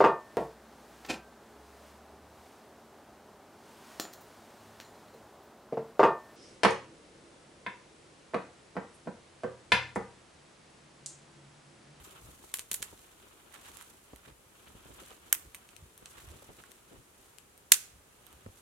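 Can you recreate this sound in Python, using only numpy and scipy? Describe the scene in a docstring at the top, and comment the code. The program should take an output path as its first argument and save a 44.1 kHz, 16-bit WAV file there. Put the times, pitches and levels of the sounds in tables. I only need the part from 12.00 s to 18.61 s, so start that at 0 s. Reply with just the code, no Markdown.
"""Dead twigs snap off a spruce trunk a few metres away, in a still, snowy forest.
Tearing fibres ring the wood: the first twig splinters in stages, two more break with one clean
crack each, and the trunks scatter the sound back. Between the breaks a padded jacket rustles,
the gathered twigs tick against one another and boots pack the soft snow, all over a faint hush."""
import sys
import numpy as np
from scipy import signal
from scipy.fft import rfft, irfft
from scipy.io import wavfile
from scipy.ndimage import uniform_filter1d, minimum_filter1d

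SR = 44100
rng = np.random.default_rng(int(sys.argv[2]) if len(sys.argv) > 2 else 0)


def log_audio(samples):
    """Write samples as a 16-bit WAV file to the path given in sys.argv[1]."""
    # one column per channel
    frames = np.atleast_2d(samples).T
    # limit to full scale, then quantise
    limited = np.clip(frames, -1, 1)
    pcm = np.round(limited * 32767).astype(np.int16)
    wavfile.write(sys.argv[1], SR, pcm)


N = 291501
TAPS = 4096
HZ = np.fft.rfftfreq(TAPS, 1 / SR)

# noise colours: frequency_hz, density_db
HUSH_COLOUR = [(15, -39), (25, -3.5), (64, 0), (281, -6), (378, -2.5), (666, -8), (1300, -8.5),
               (1850, -12.5), (2850, -13.5), (5010, -18.5), (7100, -14.5), (9810, -14.5), (13500, -20),
               (15500, -25)]  # still forest
WEIGHT_COLOUR = [(20, -23.5), (35, -14.5), (55, 1), (100, -5.5), (160, -11), (300, -33), (700, -64)]  # low rumble of shifting weight
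SHUFFLE_COLOUR = [(70, -32), (170, -4), (350, 4.5), (520, -1), (750, -10.5), (1200, -28.5), (3000, -49)]  # feet stirring snow
FOLD_COLOUR = [(300, -21), (750, -1), (1300, 2.5), (2000, -5.5), (3000, -1.5), (3900, -7), (5000, -21),
               (9000, -37.5)]  # jacket creasing
NYLON_COLOUR = [(2000, -18), (4000, -6), (5200, -7.5), (6700, -1.5), (8800, -1.5), (11500, -3.5),
                (14000, -7.5), (16000, -16)]  # hiss of sliding nylon
SLEEVE_COLOUR = [(400, -16), (900, 1.5), (1500, 1.5), (2300, -1.5), (3600, -3), (5000, -14.5), (8500, -10),
                 (15000, -22)]  # sleeve on jacket
# stereo image, narrow in the bass and wide on top: frequency_hz, correlation
STEREO_LIKENESS = [(50, 0.99), (150, 0.78), (300, 0.67), (600, 0.32), (1200, 0.089), (3000, 0.056),
                   (9000, .03), (15000, 0.055)]
# reflections off the snow and nearest trunks: delay_s, level_db
EARLY_ECHOES = [(.0032, -12), (.0056, -25.5), (0.011, -28.5), (0.0167, -19), (.0222, -20)]
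# decay of the forest tail: frequency_hz, t60_s
TAIL_DECAY = [(200, .2), (1500, .45), (4000, .45), (8000, 0.36), (12000, 0.3), (16000, .34)]
# tone of the forest tail: frequency_hz, gain_db
TAIL_COLOUR = [(200, -5.5), (750, 1.5), (1300, 2), (2200, 0), (4000, -2.5), (7500, -0.5), (11000, -1),
               (14000, -1), (15800, -3.5)]
# weight rolling onto one foot: peak_s, length_s, level_db
LEANS = [(0.0, 0.08, -60.5), (.26, 0.2, -58), (.9, 0.15, -67), (1.775, 0.061, -63), (2.14, 0.1, -68),
         (2.295, 0.064, -53.5), (2.68, 0.063, -56), (2.9, 0.3, -60), (3.46, 0.067, -60),
         (3.84, 0.081, -56.5), (4.16, 0.17, -59), (4.31, 0.11, -55), (4.53, .12, -68), (4.97, 0.086, -58),
         (5.96, 0.077, -57.5), (6.37, 0.095, -59), (6.485, 0.056, -54)]
# arms reaching, bending twigs and stowing them: peak_s, rise_s, fall_s, cloth_db, slide_over_fold_db
ARM_SWINGS = [(.03, 0.22, 0.49, -59.5, 0.5), (.5, 0.16, 0.18, -69.5, 7.5), (.85, 0.11, 0.28, -62, 2.5),
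              (1.25, 0.15, 0.25, -61.5, -6.5), (1.7, 0.21, 0.32, -60.5, 2.5), (2.15, 0.085, 0.057, -64, -8),
              (2.72, 0.22, 0.2, -63.5, -2.5), (3.03, 0.2, 0.15, -58.5, 0), (3.3, 0.11, 0.23, -63, 0.5),
              (3.72, 0.2, 0.24, -66, -1.5), (4.18, 0.16, 0.51, -61, 1.5), (4.72, 0.098, 0.091, -69, 0),
              (4.94, 0.09, 0.063, -61.5, -5), (5.27, 0.17, 0.15, -70, 2), (6.32, 0.22, 0.21, -66, -4),
              (6.6, 0.09, .1, -71, 8.5)]
# brief sleeve scrapes: peak_s, length_s, level_db
SLEEVE_SCRAPES = [(1.555, 0.058, -52.5), (1.67, 0.052, -51.5), (1.81, 0.045, -56), (2.27, 0.073, -55),
                  (3.12, .05, -57.5), (4.185, 0.12, -59), (4.595, 0.028, -54)]
# boots pressing snow: start_s, peak_rms_db, centre_hz, fall_s
BOOT_PRESSES = [(.285, -54, 300, 0.017), (0.438, -49.5, 400, 0.0073), (0.714, -51, 220, 0.012),
                (0.803, -50.5, 220, 0.0092), (.927, -47, 257, 0.0068), (2.132, -41, 260, .0044),
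                (2.275, -51, 230, 0.013), (2.75, -49, 160, 0.013), (2.855, -49, 190, 0.0056),
                (2.904, -47.5, 190, 0.007), (3.108, -50, 480, 0.015), (4.023, -47.5, 270, .0043),
                (4.296, -56, 190, 0.054), (4.422, -48.5, 450, 0.0053), (4.49, -47.5, 285, 0.019),
                (4.585, -54.5, 260, 0.024), (4.939, -52, 220, 0.0092), (6.4617, -38, 260, 0.0033)]
# twigs knocking together: start_s, level_db, knock_hz, knock_db, edge_db, pan_db
TWIG_KNOCKS = [(1.525, -52, 1500, 20, 5, -8), (1.5419, -44.5, 1500, 12, -4, -13),
               (1.771, -43.5, 1500, 1, 0, -14), (1.8119, -43, 1370, 23, 8, -12),
               (1.8247, -48, 2000, -10, 2, -15), (2.1607, -46, 2000, 8, 9, -11),
               (3.1066, -47, 3000, 9, -11, -5), (3.547, -35, 1950, 11, 5, -4),
               (3.5516, -42, 2000, -7, -3, -1), (3.69, -48, 2410, 11, -15, -2),
               (3.765, -44, 2400, 5, -8, 12), (3.978, -44, 1300, 7, 8, -2), (4.0584, -38, 1500, 1, -18, -4),
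               (4.6381, -45, 1370, 24, -8, -3), (4.7178, -48, 2000, 5, -1, 12),
               (5.385, -44.5, 2700, 5.5, -4, 11.5), (5.5778, -48.5, 1990, 1.5, 9.5, 5.5),
               (6.2667, -50.5, 2900, 10, 11, -16), (6.3285, -53.5, 1600, -3, 4, -16)]
# tone of dry, splintering wood: frequency_hz, gain_db
WOOD_COLOUR = [(100, -25.5), (400, -11.5), (900, -15), (1400, -10.5), (2000, -7), (3600, -3.5), (4900, -9),
               (5700, -7), (7000, -2), (9000, -1.5), (12000, -5), (16000, -17.5)]
# stages of the first break, the row at 0.7193 s being a strong echo off the snow of the crack just before:
# start_s, level_db, fall_s, lowest_mode_hz, body_db, edge_db, pan_db
SPLINTER_STAGES = [(0.5407, -20.5, 0.0018, 214, 5.5, 6, -1), (0.5714, -36, .001, 150, -10, 1, 5),
                   (0.587, -37, .0008, 237, 6, 2, -7), (0.5938, -29, .0008, 254, 3, -4, 2),
                   (0.715, -22, 0.0014, 264, 1.5, 1.5, -2), (0.7193, -30.5, 0.0012, 397, -2, 0, -1),
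                   (.732, -32, 0.00032, 274, -14, 8, 14), (0.7422, -23.5, 0.00095, 446, -21, 2, -1),
                   (0.7454, -25, .0005, 447, 4, 7, 1), (0.821, -36.5, 0.0018, 426, -1, -11, -6),
                   (.826, -28, 0.0011, 86, 1, -0.5, 5), (.8286, -29.5, 0.00056, 96, 13, 2.5, -8)]
# ringing modes of the two sticks that break cleanly: pitch_hz, width_hz, level_db
THIN_STICK_MODES = [(863, 250, -14), (1597, 340, -2), (2240, 190, -3.5), (3050, 210, -2), (3660, 297, -8.5),
                    (5460, 680, -6.5), (6460, 450, 0), (7820, 570, -0.5), (8500, 300, -1), (9160, 510, 1),
                    (10200, 600, -1.5), (11200, 265, 2), (12400, 730, 3), (14240, 450, -0.5),
                    (15300, 570, -4.5)]
THICK_STICK_MODES = [(450, 150, -13), (1500, 350, -9), (2010, 540, -2), (2970, 400, -2), (3620, 460, -3),
                     (4350, 620, -2.5), (5530, 395, -1), (6300, 510, 3.5), (7170, 300, 4.5), (7650, 270, 2),
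                     (8570, 670, 4), (9860, 560, -2), (10830, 1800, 1), (12650, 1400, -3), (15000, 817, -6)]
# clean breaks, thin stick then thick: start_s, level_db, fall_s, pan_db, wet_db
CLEAN_BREAKS = [(3.3274, -9, 0.00083, -3, -12.5), (5.7196, 1.5, 0.0018, -3.5, -13)]


def amp(db):
    """Decibels to gain."""
    return 10 ** (np.asarray(db) / 20)


def unit(x):
    """Scales to rms 1."""
    return x / np.sqrt(np.mean(x ** 2) + 1e-20)


def curve(points, hz):
    """Reads a table on a log-frequency axis."""
    knots_hz, values = np.transpose(points)
    return np.interp(np.log(hz + 1), np.log(knots_hz + 1), values)


def add(mix, start_s, sound):
    """Lays a sound into the mix."""
    part = mix[:, round(start_s * SR):][:, :sound.shape[1]]
    part += sound[:, :part.shape[1]]


def panned(x, pan_db):
    """Tips the balance to the left by pan_db."""
    return x * amp([[pan_db / 2], [-pan_db / 2]])


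def spread(pair, gain_at):
    """Colours two unrelated noises and draws their bass to the centre."""
    hz = np.fft.rfftfreq(pair.shape[1], 1 / SR)
    likeness = curve(STEREO_LIKENESS, hz)
    mid, side = rfft(pair) * np.sqrt([1 + likeness, 1 - likeness]) * gain_at(hz)
    return unit(irfft([mid + side, mid - side], pair.shape[1]))


def drift(rate_hz):
    """A smooth random wobble of rms 1."""
    knots = rng.standard_normal(N // 20)
    return unit(np.interp(np.arange(N) * rate_hz / SR, np.arange(len(knots)), knots))


def swells(rows):
    """Joint envelope of gestures that speed up and slow down: peak_s, rise_s, fall_s, level_db."""
    t = np.arange(N) / SR
    gestures = (amp(db) * np.exp(-((t - peak_s) / np.where(t < peak_s, rise_s, fall_s)) ** 2)
                for peak_s, rise_s, fall_s, db in rows)
    return np.sqrt(sum(gesture ** 2 for gesture in gestures) + 1e-14)


def bumps(rows):
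    """Envelope of gestures that come and go evenly: peak_s, length_s, level_db."""
    return swells((peak_s, length_s / 2, length_s / 2, db) for peak_s, length_s, db in rows)


def hush(level_db=-61):
    """The bed: faint, steady air of the still forest."""
    return amp(level_db) * spread(rng.standard_normal((2, N)), lambda hz: amp(curve(HUSH_COLOUR, hz)))


def forest(source, wet_db, near_t60_s=0.12, far_db=-12, build_s=0.0023):
    """Adds echoes off snow and trunks, a fast scatter from near branches and a slower one from afar."""
    direct, outward = np.split(source, 2)
    t = np.arange(SR * 3 // 5) / SR
    bounces = rng.standard_normal((2, len(t))) * amp(4 * rng.standard_normal((2, len(t))))
    scatter = bounces * (1 - np.exp(-t / build_s))
    hz, age_s, bands = signal.stft(scatter, SR, nperseg=256)
    near = amp(-60 * age_s / near_t60_s)
    far = amp(far_db - 60 * age_s / curve(TAIL_DECAY, hz)[:, None])
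    colour = amp(curve(TAIL_COLOUR, hz))[:, None]
    tail = signal.istft(bands * np.hypot(near, far) * colour, SR, nperseg=256)[1]
    response = amp(wet_db) * unit(tail) / np.sqrt(tail.shape[1])
    for delay_s, db in EARLY_ECHOES:
        bark_smear = unit(rng.standard_normal((2, 16))) / 4  # rough bark blurs each echo
        add(response, delay_s, amp(db) * bark_smear)
    return direct + signal.fftconvolve(outward, response, axes=1)[:, :N]


def rubbing(colour, envelope, flutter_hz, grain_db, pan_db, flutter_db=3):
    """Friction: countless tiny slips of uneven size, coming in clumps."""
    slips = rng.standard_normal((2, N)) * amp(grain_db * np.clip(drift(1500), -3, 3))
    texture = spread(slips, lambda hz: amp(curve(colour, hz)))
    flutter = amp(flutter_db * drift(flutter_hz))
    return panned(unit(texture * flutter) * envelope, pan_db)


def footing(swing):
    """Each lean loads the snow and each arm swing stirs the feet: a rumble and a soft shuffle."""
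    lean = bumps(LEANS)
    load = np.hypot(lean, amp(-10) * swing)
    stir = np.hypot(amp(-5) * swing, amp(-10) * lean)
    weight = rubbing(WEIGHT_COLOUR, load, flutter_hz=26.6, grain_db=-2, pan_db=-0.6)
    shuffle = rubbing(SHUFFLE_COLOUR, stir, flutter_hz=67.7, grain_db=1, pan_db=3, flutter_db=5)
    return weight + shuffle


def jacket(swing, slide):
    """Padded cloth folds, its nylon shell slides and a sleeve scrapes across it."""
    folds = rubbing(FOLD_COLOUR, swing, flutter_hz=80.6, grain_db=2, pan_db=0.5)
    nylon = rubbing(NYLON_COLOUR, amp(-1) * slide, flutter_hz=111.6, grain_db=-0.5, pan_db=-1.5)
    sleeve = rubbing(SLEEVE_COLOUR, bumps(SLEEVE_SCRAPES), flutter_hz=201.5, grain_db=3, pan_db=-3)
    return folds + nylon + sleeve


def triggers(envelope, per_s, gain_db, voices=8, size_db=3):
    """Random impulses of uneven size that ride an envelope, dealt out to one track per voice."""
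    chance, size, choice = rng.random(N), rng.exponential(1, N), rng.random(N)
    hits = (chance < per_s / SR) * envelope * amp(gain_db + size_db * np.minimum(size, 2))
    return [(hits * (np.floor(choice * voices) == k))[None] for k in range(voices)]


def snow_noise(length, centre_hz, steepness):
    """The dull band of noise that packing snow makes."""
    noise = rng.standard_normal((2, length))
    return spread(noise, lambda hz: hz / centre_hz / (1 + (hz / centre_hz) ** steepness))


def snow_crumbs(swing, fall_s=0.0032):
    """Small clumps of snow collapse under the boots while the body swings."""
    out, t = np.zeros((2, N)), np.arange(TAPS // 2) / SR
    tracks = triggers(swing, per_s=28, gain_db=-1)
    for collapses, clump_hz in zip(tracks, np.geomspace(260, 1040, len(tracks))):
        crunch = snow_noise(len(t), clump_hz, steepness=2.35) * np.exp(-t / fall_s)
        out += signal.oaconvolve(collapses, crunch, axes=1)[:, :N]
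    return out


def boots(rise_s=0.0018, ground_hz=78, ground_fall_s=0.023, thud_db=-12):
    """A shifting boot packs the snow with a short, dull crunch, and the soft ground thuds."""
    out, t = np.zeros((2, N)), np.arange(2 * TAPS) / SR
    attack = np.minimum(t / rise_s, 1)
    for start_s, level_db, centre_hz, fall_s in BOOT_PRESSES:
        press = attack * np.exp(-np.maximum(t - rise_s, 0) / fall_s)
        snow = snow_noise(len(t), centre_hz, steepness=2.8)
        crunch = unit(snow * press) * np.sqrt(np.mean(press ** 2))
        thud_hz = ground_hz * rng.uniform(0.52, 1.5)
        thud = np.sqrt(2) * np.sin(2 * np.pi * thud_hz * t) * attack * np.exp(-t / ground_fall_s)
        add(out, start_s, amp(level_db) * (crunch + amp(thud_db) * thud))
    return out


def rod_db(bend_hz, depth_db, oval_ratio=1.37, second_share=0.37):
    """A rod's bending modes lie at squares of whole numbers; an oval twig has a second, stiffer set."""
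    soft, stiff = (np.cos(2 * np.pi * np.sqrt(HZ / hz)) for hz in (bend_hz, oval_ratio * bend_hz))
    return depth_db * (soft + second_share * stiff)


def ring(burst, gain, level_db):
    """Rings a minimum-phase body with this gain over HZ; the result has the energy of 1 ms at level_db."""
    cepstrum = irfft(np.log(np.maximum(gain / gain.max(), 1e-5)))
    cepstrum[1:TAPS // 2] *= 2
    cepstrum[TAPS // 2 + 1:] = 0
    response = irfft(np.exp(rfft(cepstrum)))
    rung = signal.fftconvolve(burst, response[None], axes=1)
    energy = np.sum(rung ** 2) / 2 / (SR / 1000)
    return amp(level_db) * rung / np.sqrt(energy)


def crack(start_s, level_db, fall_s, gain, pan_db, width, lead_db, rise_s, lead_s=0.00082):
    """A few fibres give, then the rest tear in an avalanche that rings the stick.
    Returns the lead-in's start and two stereo pairs: direct, and outward into the trees."""
    t = (np.arange(TAPS // 4) - TAPS // 16) / SR
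    before = np.minimum(t, 0)
    attack = np.exp(before / rise_s) + amp(lead_db) * np.exp(before / lead_s)
    avalanche = attack * np.exp(-np.maximum(t, 0) / fall_s)
    tears = rng.standard_normal((2, len(t))) * avalanche
    for _ in range(6):
        # tears are so brief that all frequencies get about the same push
        tears = irfft(np.exp(1j * np.angle(rfft(tears))))
        tears *= avalanche / np.sqrt(abs(uniform_filter1d(tears ** 2, size=24, axis=1)) + 1e-12)
    # only short waves differ between left and right
    side = width * signal.lfilter(*signal.butter(1, 6000, "high", fs=SR), tears[1])
    burst = np.array([tears[0] + side, tears[0] - side])
    # each mode radiates its own way, so the sum over all directions is smoother
    all_round = np.sqrt(abs(uniform_filter1d(gain ** 2, size=121))) * HZ / np.hypot(HZ, 700)
    direct = panned(ring(burst, gain, level_db), pan_db)
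    outward = panned(ring(burst, all_round, level_db), pan_db / 2)
    return start_s + t[0], np.vstack([direct, outward])


def twig_bundle(slide):
    """The gathered twigs scratch one another, harder as the jacket moves more."""
    out = np.zeros((4, N))
    tracks = triggers(slide, per_s=45, gain_db=3)
    for knocks, bend_hz in zip(tracks, np.geomspace(90, 480, len(tracks))):
        gain = amp(curve(WOOD_COLOUR, HZ) + rod_db(bend_hz, depth_db=6)) / np.hypot(1, HZ / 5000)
        _, tick = crack(start_s=0, level_db=0, fall_s=0.00049, gain=gain, pan_db=-2,
                        width=0.75, lead_db=-14.5, rise_s=0.0001)
        out += signal.oaconvolve(knocks, tick, axes=1)[:, :N]
    return out


def twig_knocks(fall_s=0.0006, typical_bend_hz=242.7, knock_octaves=0.78):
    """Dry twigs knock as they are pulled free and gathered: thick ones woody, thin ones bright."""
    out = np.zeros((4, N))
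    bends_hz = typical_bend_hz * rng.uniform(0.5, 1.6, len(TWIG_KNOCKS))
    for (start_s, level_db, knock_hz, knock_db, edge_db, pan_db), bend_hz in zip(TWIG_KNOCKS, bends_hz):
        body_db = knock_db * np.exp(-(np.log2((HZ + 1) / knock_hz) / knock_octaves) ** 2)
        shelf_db = curve([(7500, 0), (14500, edge_db)], HZ)
        gain = amp(curve(WOOD_COLOUR, HZ) + body_db + shelf_db + rod_db(bend_hz, depth_db=4.5))
        add(out, *crack(start_s, level_db, fall_s, gain, pan_db, width=0.44, lead_db=-9.5, rise_s=12e-5))
    return out


def splintering_twig():
    """Bundle after bundle of fibres gives way; the bending modes change as the twig comes loose."""
    out = np.zeros((4, N))
    for start_s, level_db, fall_s, bend_hz, body_db, edge_db, pan_db in SPLINTER_STAGES:
        eq_db = curve([(300, 0), (1600, body_db), (3500, body_db / 4), (7000, 0), (13000, edge_db)], HZ)
        gain = amp(curve(WOOD_COLOUR, HZ) + eq_db + rod_db(bend_hz, depth_db=2))
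        add(out, *crack(start_s, level_db, fall_s, gain, pan_db, width=0.73, lead_db=-5.5, rise_s=11e-5))
    return out


def clean_snap(start_s, level_db, fall_s, pan_db, modes, floor_db=-26):
    """The stick breaks in one sharp crack that rings its bending modes."""
    power = sum(amp(db) ** 2 / (1 + ((HZ - pitch_hz) / width_hz * 1.4) ** 2) ** 2
                for pitch_hz, width_hz, db in modes)
    gain = np.sqrt(power + amp(floor_db) ** 2) * HZ / np.hypot(HZ, 400)
    out = np.zeros((4, N))
    add(out, *crack(start_s, level_db, fall_s, gain, pan_db, width=0.47, lead_db=-25, rise_s=8e-5))
    return out


def scene():
    """Twigs with forest echo, over dry snow and cloth foley and the hush."""
    swing = swells(row[:4] for row in ARM_SWINGS)
    slide = swells((*timing, cloth_db + slide_db) for *timing, cloth_db, slide_db in ARM_SWINGS)
    out = forest(splintering_twig() + twig_knocks() + twig_bundle(slide), wet_db=-7)
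    out += boots() + snow_crumbs(swing) + footing(swing) + jacket(swing, slide) + hush()
    for (*snap, wet_db), modes in zip(CLEAN_BREAKS, (THIN_STICK_MODES, THICK_STICK_MODES)):
        out += forest(clean_snap(*snap, modes), wet_db)
    return out


def record(dry, low_cut_hz=38, top_hz=16300):
    """Low cut, a fast limiter that holds the loudest crack at full scale, then a steep high cut."""
    thinned = signal.sosfilt(signal.butter(2, low_cut_hz, "high", fs=SR, output="sos"), dry)
    allowed_gain = 1 / np.maximum(abs(thinned), 1)
    held_gain = minimum_filter1d(allowed_gain, size=13, axis=1)
    limited = thinned * uniform_filter1d(held_gain, size=13, axis=1)
    low_pass = signal.firwin(255, top_hz, window=("kaiser", 8), fs=SR)
    return signal.oaconvolve(limited, low_pass[None], "same", axes=1)


dry = scene()
out = record(dry)
log_audio(out)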